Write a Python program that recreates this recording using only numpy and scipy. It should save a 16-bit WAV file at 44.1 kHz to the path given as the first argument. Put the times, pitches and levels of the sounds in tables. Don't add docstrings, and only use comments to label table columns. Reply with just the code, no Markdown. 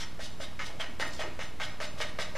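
import sys
import numpy as np
from scipy import signal
from scipy.fft import rfft, irfft
from scipy.io import wavfile
from scipy.ndimage import uniform_filter1d

SR = 44100
rng = np.random.default_rng(int(sys.argv[2]) if len(sys.argv) > 2 else 0)


def amplitude_ratio(level_db):
    exponent = np.asarray(level_db, float) / 20
    return 10 ** exponent


def master_out(mix):
    frames = np.transpose(np.atleast_2d(mix))
    ceiling = np.clip(frames, -1, 1)
    pcm = np.round(ceiling * 32767).astype(np.int16)
    wavfile.write(sys.argv[1], SR, pcm)


N = 104605

# start in seconds, bite level in dB, slide peak in seconds after the
# bite, slide level in dB, shaft thump level in dB.
STROKES = [(-.004, -45.5, 0.009, -40, -56.5), (.192, -46.5, 0.056, -44, -46), (0.4, -46, 0.03, -45, -44),
           (.591, -39, 0.075, -46.5, -50), (.797, -39.5, 0.0053, -44.5, -45),
           (0.997, -33.5, 0.0067, -38.5, -42.5), (1.192, -37, 0.011, -44, -41.5),
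           (1.39, -39.5, 0.046, -49.5, -43.5), (1.599, -38.5, 0.039, -44, -45.5),
           (1.801, -38.5, 0.033, -42, -40.5), (1.972, -54, 0.019, -49, -52),
           (2.002, -36, 0.0058, -38.5, -40.5), (2.186, -36.5, 0.028, -40.5, -39),
           (2.351, -42, 0.024, -51, -41.5)]
# pitch in Hz, width in Hz.
SHAFT_NOTES = [(1270, 60), (1350, 70), (1560, 60), (1630, 60), (1870, 70), (1955, 60), (2115, 70),
               (2370, 70), (2920, 80), (3190, 55), (3740, 70), (4660, 80), (4950, 80), (5560, 90)]
# frequency in Hz, level in dB.
BITE_COLOUR = [(250, -27.5), (450, -15.5), (900, 0.5), (1400, 3.5), (2300, 2.5), (3500, -9), (6500, -13.5),
               (14000, -59)]
SLIDE_COLOUR = [(500, -72), (1500, -14.5), (3300, 3), (5500, -0.5), (7500, -9), (10000, -13.5),
                (14000, -27)]
# middle in seconds, length in seconds, pitch in Hz.
SQUEALS = [(.02, .018, 3195), (.022, .016, 5520), (.44, .013, 3745), (.615, .01, 1875), (.814, .009, 3200),
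           (1.21, .012, 3180), (1.635, .016, 3190), (1.64, .012, 3345), (2.225, .01, 3400),
           (1.025, .01, 1900)]
SQUEALS_DB = [-47.5, -45, -47, -43, -38, -40.5, -41, -59, -54, -38]
# middle in seconds, length in seconds, level in dB.
HUMS = [
    (1.042, 0.027, -46),
    (1.218, 0.026, -47.5),
    (2.025, 0.022, -51.5),
]
# middle in seconds, length in seconds, centre in Hz.
RETURNS = [(1.07, .03, 8500), (1.14, .04, 4500), (1.255, .016, 950), (.72, .04, 600), (1.72, .025, 1200),
           (.6, .006, 4500), (1.29, .025, 2500), (.842, .008, 3000), (.815, .008, 1500),
           (1.001, .005, 6000), (.802, .005, 6000)]
RETURNS_DB = [-60, -50.5, -43, -51.5, -51.5, -64, -54, -52, -38.5, -49, -53]
# start in seconds, level in dB, pitch in Hz, length in seconds.
STEPS = [
    (0.885, -48.5, 223, 0.046),
    (1.017, -49.5, 306, 0.11),
    (1.236, -40.5, 367, 0.052),
]
# frequency in Hz, time to fade by 60 dB in seconds.
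ROOM_T60 = [(500, 0.69), (1500, 0.48), (4000, 0.6), (10000, 0.22)]
# frequency in Hz, level in dB.
AIR_COLOUR = [(20, -2.5), (100, -3.5), (250, -6.5), (500, -12), (1200, -15), (3000, -22.5), (7000, -29.5),
              (14000, -37.5)]
# frequency in Hz, difference against sum in dB.
PORTS = [(1500, -14), (3500, -36), (5500, -13), (8000, -3), (14000, -5)]
# delay after the main tick in seconds, height as a share of
# full scale, rise in seconds, fall in seconds.
TICKS = [
    (0, .017, .0009, .0015),
    (.0185, -.008, .001, .002),
    (.0305, -.0065, .0011, .0013),
]

GRIT_PER_S, GRIT_SPREAD_DB = 10000, 1.5
GRIP_WOBBLE_DB, GRIP_PER_S = 2.5, 157
BITE_ATTACK_S, BITE_HOLD_S, BITE_RELEASE_S = 0.00067, 0.027, 0.025
LANDING_DB, LANDING_S = 1.5, 0.006
SLIDE_ATTACK_S, SLIDE_RISE_S, SLIDE_FALL_S = 0.012, 0.029, 0.019
SLIDE_SMOOTH = 0.8
SHAFT_DB, SHAFT_SCATTER_DB, SHAFT_DETUNE = -9.5, 2.0, 0.004
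THUMP_HZ, THUMP_WIDTH_HZ, THUMP_S = 612, 26, 0.015
THUMP_LOW_HZ, THUMP_LOW_WIDTH_HZ, THUMP_LOW_DB, THUMP_LOW_S = 555, 70, -1, 0.012
SQUEAL_WIDTH_HZ = 170
SQUEAL_BEAM = 0.6
RETURN_WIDTH = 0.8
ROOM_DB, ROOM_GAP_S = -6, 0.002
AIR_DB, AIR_WOBBLE_DB = -49, -0.5
PORT_DIRECT_DB, SIDE_PATCHY_DB, SIDE_PATCH_PER_S = -9.5, 5.5, 28
TICK_PERIOD_S, TICK_FIRST_S, TICK_SCATTER_DB = 0.050293, 0.0324, 1.3
OFFSET = 0.0282
TOP_HZ = 14250


def level(x, db):
    return x * amplitude_ratio(db) / np.sqrt(np.mean(x ** 2) + 1e-18)


def read(table, hz):
    t = np.array(table, float)
    return np.interp(np.log(np.maximum(hz, 1)), np.log(t[:, 0]), t[:, 1])


def colour(x, table):
    log_gain = read(table, np.fft.rfftfreq(2048, 1 / SR)) * np.log(10) / 20
    cepstrum = irfft(log_gain)
    cepstrum[1:1024] *= 2
    cepstrum[1025:] = 0
    return signal.fftconvolve(x, irfft(np.exp(rfft(cepstrum))))[:len(x)]


def ring(x, hz, width_hz):
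    return signal.lfilter(*signal.iirpeak(hz, hz / max(width_hz, 25.), fs=SR), x)


def double_ring(x, hz, width_hz):
    return ring(ring(x, hz, width_hz), hz, width_hz)


def walk(rate, size):
    k = max(int(SR / rate), 2)
    smooth = uniform_filter1d(uniform_filter1d(rng.standard_normal(size), k), k)
    return smooth * np.sqrt(1.5 * k)


def swell(middle, length, db):
    t = np.arange(N) / SR
    return amplitude_ratio(db) * np.exp(-.5 * ((t - middle) / length) ** 2)


def grit(size):
    hit = rng.random(size) < GRIT_PER_S / SR
    strength = amplitude_ratio(GRIT_SPREAD_DB * rng.exponential(size=size)) * rng.standard_normal(size)
    grip = amplitude_ratio(GRIP_WOBBLE_DB * walk(GRIP_PER_S, size))
    return level(hit * strength * grip, 0)


def bite(t, db):
    shape = np.clip(t / BITE_ATTACK_S, 0, 1) * np.exp(-np.maximum(t - BITE_HOLD_S, 0) / BITE_RELEASE_S)
    landing = amplitude_ratio(LANDING_DB * np.exp(-np.abs(t) / LANDING_S))
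    g = grit(len(t))
    return amplitude_ratio(db) * colour(g * shape * landing, BITE_COLOUR) / np.std(colour(g, BITE_COLOUR))


def slide(t, late, db):
    width = np.where(t < late, SLIDE_RISE_S, SLIDE_FALL_S)
    shape = np.clip(t / SLIDE_ATTACK_S, 0, 1) * np.exp(-.5 * ((t - late) / width) ** 2)
    g = grit(len(t)) + SLIDE_SMOOTH * rng.standard_normal(len(t))
    return amplitude_ratio(db) * colour(g * shape, SLIDE_COLOUR) / np.std(colour(g, SLIDE_COLOUR))


def shaft(drag, chance):
    out = 0
    for k, (hz, width) in enumerate(SHAFT_NOTES):
        loudness, detune = chance[k]
        note = ring(drag, hz * (1 + SHAFT_DETUNE * detune), width)
        out = out + (-1) ** k * 2 * amplitude_ratio(SHAFT_DB + SHAFT_SCATTER_DB * loudness) * note
    return out


def thump(t, lead, db):
    push = grit(len(t)) * np.clip(t / BITE_ATTACK_S, 0, 1) * np.exp(-np.maximum(t, 0) / THUMP_S)
    short_push = push * np.exp(-np.abs(t) / THUMP_LOW_S)
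    out = ring(push, THUMP_HZ, THUMP_WIDTH_HZ)
    out = out + amplitude_ratio(THUMP_LOW_DB) * ring(short_push, THUMP_LOW_HZ, THUMP_LOW_WIDTH_HZ)
    return out * amplitude_ratio(db) / np.std(out[lead:lead + 1300])


def chalk(size=11025, lead=2205):
    out = np.zeros(N + size + 2 * lead)
    t = (np.arange(size) - lead) / SR
    for start, bite_db, late, slide_db, thump_db in STROKES:
        drag = bite(t, bite_db)
        chance = rng.standard_normal((len(SHAFT_NOTES), 2))
        drag = drag + slide(t, late, slide_db)
        i = int(round(start * SR)) + lead
        out[i:i + size] += drag + shaft(drag, chance) + thump(t, lead, thump_db)
    return out[lead:N + 2 * lead]


def squeals():
    out = 0
    for (middle, length, hz), db in zip(SQUEALS, SQUEALS_DB):
        out = out + swell(middle, length, db) * level(ring(grit(N), hz, SQUEAL_WIDTH_HZ), 0)
    return out


def hums():
    loudness = sum(swell(*row) for row in HUMS)
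    return loudness * level(ring(grit(N), THUMP_HZ, THUMP_WIDTH_HZ), 0)


def return_drags():
    out = 0
    for (middle, length, hz), db in zip(RETURNS, RETURNS_DB):
        out = out + swell(middle, length, db) * level(double_ring(grit(N), hz, hz * RETURN_WIDTH), 0)
    return out


def steps():
    t, out = np.arange(N) / SR, 0
    for start, db, hz, length in STEPS:
        shape = (t > start) * np.exp(-np.abs(t - start) / length)
        out = out + shape * level(double_ring(rng.standard_normal(N), hz, hz * .6), db)
    return out


def room(size=22050):
    t, out = np.arange(size) / SR, 0
    for hz in 250 * 2. ** np.arange(0, 6.5, .5):
        fade = amplitude_ratio(-60 * t / read(ROOM_T60, hz))
        out = out + level(ring(rng.standard_normal(size), hz, hz / 3), 0) * np.sqrt(hz) * fade
    out = out * np.clip(t / ROOM_GAP_S - .5, 0, 1)
    return out / np.sqrt(np.sum(out ** 2))


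def air():
    return level(colour(rng.standard_normal(N), AIR_COLOUR) * amplitude_ratio(AIR_WOBBLE_DB * walk(24, N)), AIR_DB)


def ticks():
    t, out = np.arange(N) / SR, 0
    for after, height, rise, fall in TICKS:
        cycle = (t - TICK_FIRST_S - after) / TICK_PERIOD_S
        k = np.round(cycle)
        from_peak = (cycle - k) * TICK_PERIOD_S
        size = amplitude_ratio(TICK_SCATTER_DB * rng.standard_normal(64))[k.astype(int) + 2]
        rising = np.exp(-.5 * (from_peak / rise) ** 2)
        falling = np.exp(-np.abs(from_peak) / fall)
        out = out + height * size * np.where(from_peak < 0, rising, falling)
    return out


def patchy(x):
    out = 0
    for k, hz in enumerate(3000 * 1.16 ** np.arange(12)):
        patch = amplitude_ratio(SIDE_PATCHY_DB * walk(SIDE_PATCH_PER_S, N))
        out = out + (-1) ** k * double_ring(x, hz, hz / 5) * patch
    return out


def through(x, reflections):
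    return signal.fftconvolve(x, reflections)[len(x) - N:len(x)]


def scene():
    x = chalk()
    sing = squeals()
    extras = hums() + return_drags() + (1 - SQUEAL_BEAM) * sing
    x = x + np.pad(extras, (len(x) - N, 0))
    mid = x[-N:] + SQUEAL_BEAM * sing + amplitude_ratio(ROOM_DB) * through(x, room()) + air() + steps()
    early = rng.standard_normal(1024) * np.exp(-np.arange(1024) / 250.)
    other = through(x, early / np.linalg.norm(early))
    side = amplitude_ratio(PORT_DIRECT_DB) * other + amplitude_ratio(ROOM_DB) * through(x, room()) + air()
    side = patchy(colour(side, PORTS))
    return np.array([mid + side, mid - side])


def roll_off(x):
    return signal.sosfilt(signal.butter(12, 14270, fs=SR, output="sos"), x)


def record(dry):
    cut = signal.sosfilt(signal.ellip(8, .3, 70, TOP_HZ, fs=SR, output="sos"), dry)
    return roll_off(cut + ticks() + OFFSET)


dry = scene()
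out = record(dry)
master_out(out)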